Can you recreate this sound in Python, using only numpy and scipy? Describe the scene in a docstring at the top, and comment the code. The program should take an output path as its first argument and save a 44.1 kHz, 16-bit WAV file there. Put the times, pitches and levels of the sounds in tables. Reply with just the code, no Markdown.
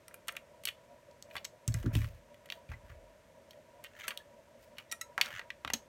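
"""Rubber bands on a phone

Hands stretch rubber bands round a phone above a desk mat, close to a camera's one microphone.
Bands strike the glass and excite the phone's modes, twang as strings when let go, hiss as they slide
and creak by stick-slip friction. Setting the phone down shakes the desk and the camera stand.
A distant machine hums in the room."""
import sys
import numpy as np
from scipy import signal
from scipy.fft import rfft, irfft
from scipy.io import wavfile
from scipy.ndimage import uniform_filter1d

SR = 44100
rng = np.random.default_rng(int(sys.argv[2]) if len(sys.argv) > 2 else 0)


def to_wav(s):
    """Save 16-bit WAV."""
    ch = np.atleast_2d(s).T  # columns
    pcm = np.round(np.clip(ch, -1, 1) * 32767)  # PCM
    wavfile.write(sys.argv[1], SR, pcm.astype(np.int16))


N = 259299

# Spectrum of the room noise. Each row: frequency in Hz, relative level in dB.
AIR_SPECTRUM = [(15, -40), (25, -22.5), (86, -13), (113, -14), (156, -16), (228, -20), (447, -19),
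                (586, -4), (746, -27.5), (951, -20), (1150, -27), (1820, -25), (4930, -38), (14100, -46.5),
                (15700, -52)]
# Spectral lines of the machine. Each row: frequency in Hz, width in Hz, rms level in dB.
HUM_LINES = [(229, 19, -75), (565, 108, -73.5), (594.5, 13.6, -80), (651, 8.8, -70), (704, 6.1, -76.5),
             (962.5, 21, -70)]
# A band lands on the glass. Each row: start in seconds, level in dB, relative levels in dB of
# the body (1.7 kHz), the treble and the tick, crack t60 in seconds, centre of the ring in Hz.
SNAPS = [(0.0811, -33.5, -9, -2.5, 6.5, 0.016, 1560), (0.111, -48, 14, -12, 0, .024, 1860),
         (0.1418, -32.5, 7, 10, 5, 0.02, 1950), (0.2724, -44, -9, 5, 5, .042, 1950),
         (0.2819, -22, -4.5, 0, 3.5, 0.033, 1900), (0.2846, -28, -12, -4, 1.5, .02, 3500),
         (0.2884, -26, 2, -25, 5, .025, 1590), (0.2918, -29, 0, -25, 3, .03, 2120),
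         (0.3225, -40, -7, 8, 2, .024, 1810), (0.3516, -44, 12, -6, -1, 0.037, 1860),
         (0.3655, -35, 2, -3, -2, .02, 1260), (0.3674, -26.5, 3, -9, 2, .03, 2800),
         (0.636, -41.5, -15, -6, 0, .03, 2100), (0.6529, -17.5, -13, 7.5, 8, 0.032, 3600),
         (0.6719, -23, -5, -12, 5, .035, 3480), (0.6787, -32, 4, 1, -3, 0.075, 1980),
         (0.6865, -23.5, -7.5, -11, -4, .025, 3150), (1.1115, -53.5, -17, -2, 5, 0.01, 6500),
         (1.2242, -33, -28, -1, 15, .01, 6660), (1.3099, -43.5, -5, -28, 0, .04, 2430),
         (1.3542, -28, 6, -10, -13, 0.023, 1590), (1.3649, -29, -4, -10, -4, 0.058, 2620),
         (1.374, -39, -2, -15, -1, 0.025, 3000), (1.3794, -36, -8, -14, -6, .035, 3900),
         (1.4451, -30.5, 1, 1, 6.5, 0.025, 6700), (1.4495, -28, 2, 6, 3.5, 0.03, 6690),
         (1.6774, -22, -12, 10, 4.5, .028, 7700), (1.6854, -35, 8, -9, 9, .026, 6910),
         (1.722, -46, -11, 0, 0, .03, 5280), (1.7408, -25, -10, 10, 8.5, 0.018, 7700),
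         (1.7443, -32, 15, -4, 0.5, 0.034, 1730), (1.8283, -42, 4, -9, -2, .039, 1430),
         (1.8602, -38.5, -13, -17, -5, 0.021, 1410), (1.9376, -42, 2, -2, 3, 0.047, 6900),
         (1.952, -24.5, -12.5, -8, -1.5, .025, 2760), (2.0165, -37, 2, -5, -1, 0.063, 2460),
         (2.044, -35, -6, -20, -5, .03, 2500), (2.3431, -47.5, -4, -5, 9, .02, 2350),
         (2.4573, -46.5, -6, -3, -5, 0.033, 1960), (2.4882, -44, -4, -17.5, 4, .021, 2120),
         (2.5007, -24, -12, -18, 14, .015, 2990), (2.5215, -37, 14, -10, 8, .015, 900),
         (2.522, -25, -12, -16, 8, .018, 3000), (2.5355, -47, -5, -13, 4, .03, 2700),
         (2.6892, -48.5, -1, -35, -4, .02, 2400), (2.7156, -38, 9, -19, -10, 0.074, 1180),
         (2.7356, -45, 8, -22, 0, 0.017, 1940), (2.8995, -47, -5, -23, 3, .05, 1500),
         (3.5076, -40.5, -10, -1, 4, .035, 4500), (3.532, -49, -1, -7, 3, .019, 1800),
         (3.8397, -30.5, 0, 4, 11, .03, 2330), (3.8447, -37, -1, -8, 13, 0.016, 1750),
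         (4.0799, -22, -2, 0, 0, .04, 2400), (4.1059, -28.5, -3, -13, -3.5, 0.045, 2520),
         (4.1165, -36, 10, -24, -6, 0.045, 1400), (4.1741, -26.5, -23, -2, 0, 0.011, 3400),
         (4.7692, -49.5, -11, -33, 5, .064, 3040), (4.7829, -31.5, 0.5, -7, 5, 0.042, 2900),
         (4.914, -31, 2, 7, 3, 0.05, 5660), (4.9232, -23, -5, -2.5, 15, 0.043, 1870),
         (5.014, -29.5, -20, 10, 5, .031, 2020), (5.1783, -17, 12, -15, 12, .013, 1440),
         (5.2121, -10, -4, -10.5, 1.5, .025, 3700), (5.2247, -29, -4, -14, 2, 0.063, 2960),
         (5.2535, -35, 5, -25, 0, .03, 1800), (5.2588, -30.5, -19, -7, 2, .02, 4400),
         (5.3935, -27.5, 4, -19.5, -13, 0.022, 1410), (5.4138, -39, 0, -39, -2, .027, 1820),
         (5.5031, -28.5, -7, -26, -3, 0.024, 1830), (5.648, -24, -7, -19, -2.5, 0.012, 1740),
         (5.6757, -28, -6, -16, -8, .021, 2420), (5.7009, -24.5, -3, -12, -18, .02, 2050),
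         (5.7346, -19, -8, 4, -2.5, .04, 6500), (5.7385, -24, -6, -4, 0, .06, 2950)]
# Modes of the phone. Each row: frequency in Hz, level in dB, t60 in seconds.
PHONE_MODES = [(690, 5, 0.15), (940, -5, 0.15), (1178, -8, 0.12), (1366, -3.5, 0.068), (1596, -8, 0.068),
               (1961, -5, 0.053), (2145, -10.5, 0.079), (2440, -5.5, 0.066), (2783, -8, .04),
               (3002, -3.5, 0.042), (3330, 0, 0.025), (3800, -6.5, 0.033), (4426, 0.5, 0.027),
               (5600, -4, .018), (6500, -5, .015), (7700, -6, .013), (9500, -7, .011), ]
# Reverberation of the room. Each row: frequency in Hz, t60 in seconds.
ROOM_DECAY = [(500, 0.47), (2000, 0.15), (8000, 0.18), (15000, 0.16)]
# A taut strand is let go or rubbed. Each row: start in seconds, level in dB, pitch in Hz,
# t60 in seconds, fall from partial to partial in dB.
TWANGS = [(0.687, -35, 2995, .08, 18), (2.737, -34.5, 2020, .04, 22), (4.04, -41.5, 1336, 0.16, 9),
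          (4.084, -43, 1610, .07, 12), (4.2, -48, 1720, 0.069, 20), (4.895, -60, 1915, .12, 5),
          (4.916, -41, 1930, .06, 1.5), (4.923, -35, 1890, .065, 1.8), (4.923, -43, 1340, .08, 4.5),
          (5.012, -45, 1325, .11, .4), (5.012, -37, 1937, .055, 4)]
# Skin and rubber slide. Each row: start, strongest moment and end in seconds, level in dB,
# treble tilt in dB per octave, resonance in Hz.
RUBS = [(1.29, 1.362, 1.46, -60, -8, 2500), (1.68, 1.804, 1.92, -55, -7.5, 1750),
        (1.852, 1.854, 1.95, -58.5, -20.5, 1500), (1.926, 1.965, 2.03, -43, -8, 2500),
        (1.969, 2.03, 2.2, -54, -8, 2620), (2.5, 2.526, 2.6, -59, -5, 2800),
        (2.68, 2.728, 2.8, -59.5, -13, 2100), (2.841, 2.9, 3.0, -63.5, -12.5, 1800),
        (3.493, 3.5, 3.59, -70, -7, 3000), (3.819, 3.84, 3.96, -65, -14, 2200),
        (3.949, 4.05, 4.21, -53, -10, 2200), (4.581, 4.626, 4.72, -64, -7, 2500),
        (4.75, 4.798, 4.88, -60.5, -13, 2800), (5.219, 5.24, 5.38, -44.5, -13, 2900),
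        (5.289, 5.335, 5.46, -52.5, -13, 1900)]
# The desk is pushed. Each row: start in seconds, sway level in dB, centre of the sway in Hz,
# knock level relative to the sway in dB, centre of the knock in Hz.
THUMPS = [(1.343, -55, 75, -18, 250), (1.679, -22, 114, -16, 245), (1.745, -24.5, 117, -22, 242),
          (1.795, -36, 47.3, -17, 230), (1.842, -39, 120, 7.5, 350), (1.86, -23.5, 112, -3.5, 340),
          (1.933, -26.5, 108, -22, 250), (1.953, -18.5, 109, -11, 270), (1.982, -24, 97, -18, 247),
          (2.009, -31.5, 98, -23, 250), (2.036, -32, 97, -19, 230), (2.084, -41.5, 106, -29, 230),
          (2.128, -44, 81, -30, 230), (2.691, -34.5, 82, -19, 230), (2.733, -44, 103, -11.5, 230),
          (2.83, -49, 64.6, -16, 230), (2.897, -42.5, 88, -29, 230), (2.96, -49, 54, -21, 230),
          (5.332, -50, 99, -21, 230), (5.648, -46, 91, -0.5, 280), (5.676, -58, 98, -9, 300),
          (5.701, -60, 100, 7, 270), (5.735, -60, 110, 22.5, 224)]
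# Modes of the camera stand. Each row: frequency in Hz, level in dB, t60 in seconds.
STAND_MODES = [(46.2, -4.5, 0.59), (61, 8, 0.12), (78.1, 6, 0.16), (112, 7, 0.15), (144, -4.5, 0.16)]
# Modes of the desk board. Each row: frequency in Hz, level in dB, t60 in seconds.
DESK_MODES = [(202, 0, 0.061), (227.4, 4, 0.11), (279, 4.5, 0.077), (330.5, 1, 0.056), (407, -13, 0.11)]
# A band slips. Each row: start and length in seconds, first and last level in dB,
# first and last rate in slips per second, first resonance in Hz, roughness from 0 to 1.
CREAKS = [(3.847, .024, -47, -51, 307, 310, 1850, .02), (3.914, 0.11, -54, -34.5, 45.7, 132, 1690, 0.67),
          (4.034, 0.042, -37, -54, 311, 248, 2110, 0.67), (5.184, .024, -33, -33, 270, 115, 950, 0.27),
          (5.268, .05, -33, -44, 79.8, 87.6, 1390, 0.32), (5.327, .058, -35.5, -30.5, 82, 97.5, 1750, .6)]
# Response of the microphone port. Each row: frequency in Hz, gain in dB.
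PORT_RESPONSE = [(4300, -1), (5200, 1), (6200, 3.5), (9400, 2.5), (10500, -1.5), (11800, 1.2), (13500, 2),
                 (15500, -1.5)]


def gain_of(db):
    """Converts decibels to an amplitude ratio."""
    return 10 ** (np.asarray(db) / 20)


def unit_rms(x):
    """Normalises to rms 1."""
    return x / np.sqrt(np.mean(x ** 2) + 1e-20)


def unit_peak(x):
    """Normalises to peak 1."""
    return x / (abs(x).max() + 1e-12)


def flutter(shape, samples):
    """A moving average turns white noise into a slow fluctuation of rms 1."""
    return unit_rms(uniform_filter1d(rng.standard_normal(shape), samples))


def curve_at(points, hz):
    """Interpolates on a log-frequency axis."""
    known_hz, value = np.transpose(points)
    return np.interp(np.log(hz + 1), np.log(known_hz + 1), value)


def add(mix, start, sound):
    """Superposition: adds a sound at its start in seconds."""
    part = mix[round(start * SR):][:len(sound)]
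    part += sound[:len(part)]


def coloured(x, points):
    """Filters x by a response of (Hz, dB) points."""
    return irfft(rfft(x) * gain_of(curve_at(points, np.fft.rfftfreq(len(x), 1 / SR))), len(x))


def resonate(x, hz, *widths_hz):
    """Resonance by heterodyning: shift hz to zero, low-pass, shift back; one pass for each width."""
    carrier = np.exp(2j * np.pi * np.cumsum(hz * np.ones(len(x))) / SR)
    for width in widths_hz:
        pole = np.exp(-np.pi * width / SR)
        x = 2 * (carrier * signal.lfilter([1 - pole], [1, -pole], x / carrier)).real
    return x


def ring(modes, centre_hz, db_per_octave, t, scatter):
    """Modal vibration: damped sines, varied at each strike and weaker far from the centre frequency."""
    hz, db, t60 = np.transpose(modes)[:, :, None]
    level_spread, detune = scatter * rng.standard_normal((2, len(modes), 1))
    db = db - db_per_octave * abs(np.log2(hz / centre_hz)) + 3 * level_spread
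    sines = np.sin(2 * np.pi * hz * (1 + .03 * detune) * t)
    return unit_peak((gain_of(db - 60 * t / t60) * sines).sum(0))


def air_and_hum(air_db=-60):
    """Amplitude modulation: a machine's noisy lines waver singly and swell together over room noise."""
    sound = gain_of(air_db) * unit_rms(coloured(rng.standard_normal(N + 1), AIR_SPECTRUM)[:N])
    swell_db = 2.7 * unit_rms(resonate(resonate(rng.standard_normal(N), 3.1, 6.6), 4.2, 6.6))
    sound += (gain_of(swell_db - 1.2) - 1) * resonate(sound, 600, 280)  # noise near 600 Hz swells too
    for hz, width, db in HUM_LINES:
        waver_db = 3.9 * unit_rms(resonate(rng.standard_normal(N), 0, 12))
        line = resonate(rng.standard_normal(N), hz, width, 3 * width)
        sound += gain_of(db) * unit_rms(gain_of(swell_db + waver_db) * line)
    return sound


def snap(on_desk, db, body_db, treble_db, tick_db, t60, centre_hz):
    """Impact excitation: a band lands with a tick and a crack of noise that drives the phone's modes."""
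    t = np.arange(4096) / SR
    knock_db = -7.5 if on_desk else -24.5 + 1.03 * body_db  # in the hand the lows follow the body
    spectrum = [(350, knock_db - 13), (800, knock_db), (1700, body_db), (3800, .013),
                (9000, treble_db), (12500, treble_db + .5), (16000, treble_db - 7.5)]
    noise = rng.standard_normal(len(t))
    fall_db = 60 * t / max(t60, .005)
    rise = (1 - np.exp(-t / .00041)) ** 2
    # Damped by the grip to a quarter of their t60, the modes colour the crack and the tick.
    gripped = ring(PHONE_MODES * np.array([1, 1, .25]), centre_hz, 10, t, scatter=.3)
    gripped = gain_of(1.5) * gripped / np.linalg.norm(gripped)
    hiss = coloured(noise + signal.fftconvolve(noise, gripped)[:len(t)], spectrum)
    dull = signal.lfilter(*signal.butter(2, 5000, fs=SR), hiss)
    bright = hiss - dull
    crack = unit_peak(rise * (dull * gain_of(-fall_db) + bright * gain_of(-1.4 * fall_db)))
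    contact = np.sinc(SR * (t - .0013))
    tick = unit_peak(rise * coloured(contact + signal.fftconvolve(contact, gripped)[:len(t)], spectrum))
    free_modes = ring(PHONE_MODES, centre_hz, 19, t, scatter=.44)
    ringing = signal.fftconvolve(noise * rise * gain_of(-2 * fall_db), free_modes)[:len(t)]
    ring_db = -13.5 - .22 * (db + 33)  # soft snaps ring relatively more
    impact = unit_peak(crack + gain_of(tick_db) * tick)
    return gain_of(db) * (impact + gain_of(ring_db) * unit_peak(ringing))


def reverberation(x):
    """Sparse reflections of random sign decay exponentially, each frequency band at its own rate."""
    reflections = np.zeros(SR // 2)
    slots = np.arange(130, len(reflections) - 20, 20)
    reflections[slots + rng.integers(0, 20, len(slots))] = rng.choice([-1., 1.], len(slots))
    hz, t, spectra = signal.stft(reflections, SR, nperseg=256)
    decay = gain_of(-60 * t / curve_at(ROOM_DECAY, hz)[:, None])
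    tail = signal.istft(spectra * decay, SR, nperseg=256)[1]
    return signal.fftconvolve(x, tail / np.linalg.norm(tail))[:N]


def twang(db, hz, t60, fall_db):
    """String vibration: a strand's nearly harmonic partials buzz on the glass; high ones die first."""
    t = np.arange(8000) / SR
    harmonic = np.arange(1, 9)[:, None]
    rise_s = .0003 + .00015 * abs(fall_db)  # mellow twangs start softly
    detune, phase, level_spread = rng.standard_normal((3, len(harmonic), 1))
    partials = np.sin(2 * np.pi * (hz * harmonic * (1 + .004 * detune) * t + phase))
    buzz_db = .85 * (harmonic + 1) * flutter((len(harmonic), len(t)), 90)
    decay_db = 60 * t * harmonic ** .7 / t60
    levels = gain_of(db + buzz_db + 1.9 * level_spread - fall_db * (harmonic - 1) - decay_db)
    return (levels * partials).sum(0) * (1 - np.exp(-t / rise_s))


def rub(start, strongest, end, db, tilt_db, ring_hz, ring_width_hz=700, crackles_per_s=90):
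    """Sliding friction: jerky, grainy noise with stray crackles, coloured by the rubbed part's resonance."""
    t = np.arange(start, end, 1 / SR)
    grain = gain_of(3.8 * flutter(len(t), 130))
    jerks = gain_of(2 * flutter(len(t), 700))
    crackles = (rng.random(len(t)) < crackles_per_s / SR) * gain_of(8.5)
    friction = grain * jerks + signal.lfilter([1], [1, -np.exp(-1 / (.0006 * SR))], crackles)
    hz, _, spectra = signal.stft(unit_rms(friction * rng.standard_normal(len(t))), SR, nperseg=256)
    tilt = gain_of(tilt_db * np.log2(np.clip(hz, 1800, 7500) / 3500))
    low_cut = hz ** 2 / (hz ** 2 + 1100 ** 2)
    resonance = 1 + gain_of(.5) / (1 + (2 * (hz - ring_hz) / ring_width_hz) ** 2)
    sizzle = gain_of(5 / (1 + (12500 / (hz + 1)) ** 8))  # dry skin sizzles at the very top
    response = tilt * low_cut * resonance * sizzle
    hiss = signal.istft(spectra * response[:, None], SR, nperseg=256)[1][:len(t)]
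    level_db = db + np.interp(t, [start, strongest, end], [-7.5, 0, -19])
    return gain_of(level_db) * hiss * signal.windows.tukey(len(t), .15)


def thump(db, sway_hz, knock_db, knock_hz, push_cycles=.61):
    """Structure-borne sound: a push sets the camera stand swaying; the desk board knocks at once."""
    t = np.arange(SR // 2) / SR
    push = 1 - np.exp(-t * sway_hz / push_cycles)
    strike = (1 - np.exp(-t / .003)) ** 2
    sway = unit_peak(push * ring(STAND_MODES, sway_hz, 15, t, scatter=.055))
    knock = unit_peak(strike * ring(DESK_MODES, knock_hz, 12, t, scatter=.3))
    return -gain_of(db) * (sway + gain_of(knock_db) * knock)


def creak(length, first_db, last_db, first_rate, last_rate, first_hz, rough):
    """Stick-slip friction: each slip, part clean pulse and part noise, excites two moving resonances."""
    t = np.arange(0, length + .02, 1 / SR)
    progress = np.minimum(t / length, 1)
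    rate = first_rate * (last_rate / first_rate) ** progress
    hz = first_hz * (rate / first_rate) ** .16  # faster slips raise the resonances
    uneven = np.exp(.07 * np.sqrt(rough) * flutter(len(t), 200))
    slip_count = np.floor(np.cumsum(rate * uneven) / SR)
    level_db = first_db + (last_db - first_db) * progress + 1.7 * rng.standard_normal(len(t))
    slips = np.diff(slip_count, prepend=-1) * (t <= length) * gain_of(level_db)
    puff_age = np.arange(500) / (.0011 * SR)  # a puff peaks after 1.1 ms
    puff_envelope = signal.fftconvolve(slips, puff_age * np.exp(1 - puff_age))[:len(t)]
    puffs = puff_envelope * rng.standard_normal(len(t))
    drive = rough * puffs + (1 - rough) * 8 * slips
    lower = resonate(drive, hz, 850, 850)
    upper = gain_of(2 - 14 * rough) * resonate(resonate(drive, 1.48 * hz, 750), 1.45 * hz, 800)
    bright_edge = gain_of(-10) * rough * resonate(puffs, 6000, 1500, 1500)
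    hiss = .015 * np.diff(puffs, prepend=0)
    return 3.6 * (lower + upper) + bright_edge + hiss


def scene(room_db=-13.5):
    """Two transmission paths: airborne sound reverberates; desk vibration arrives directly."""
    airborne, desk = np.zeros(N), np.zeros(N)
    push_times = np.transpose(THUMPS)[0]
    for start, *row in SNAPS:
        on_desk = abs(push_times - start).min() < .025
        add(airborne, start, snap(on_desk, *row))
    for start, *row in TWANGS:
        add(airborne, start, twang(*row))
    for start, *row in CREAKS:
        add(airborne, start, creak(*row))
    for start, *row in RUBS:
        add(airborne, start, rub(start, *row))
    for start, *row in THUMPS:
        add(desk, start, thump(*row))
    return np.tile(airborne + gain_of(room_db) * reverberation(airborne) + desk + air_and_hum(), (2, 1))


def record(dry, low_cut_hz=36, band_limit_hz=16500):
    """Filters in cascade: the microphone's bass cut, the peaks and notches of its port, a band limit."""
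    thinned = signal.sosfilt(signal.butter(8, low_cut_hz, "high", fs=SR, output="sos"), dry)
    hz = np.linspace(0, SR / 2, 257)
    port = signal.firwin2(129, hz, gain_of(curve_at(PORT_RESPONSE, hz)), fs=SR)
    ported = signal.oaconvolve(thinned, port[None], "same")
    low_pass = signal.firwin(255, band_limit_hz, window=("kaiser", 9), fs=SR)
    return signal.oaconvolve(ported, low_pass[None], "same")


dry = scene()
out = record(dry)
to_wav(out)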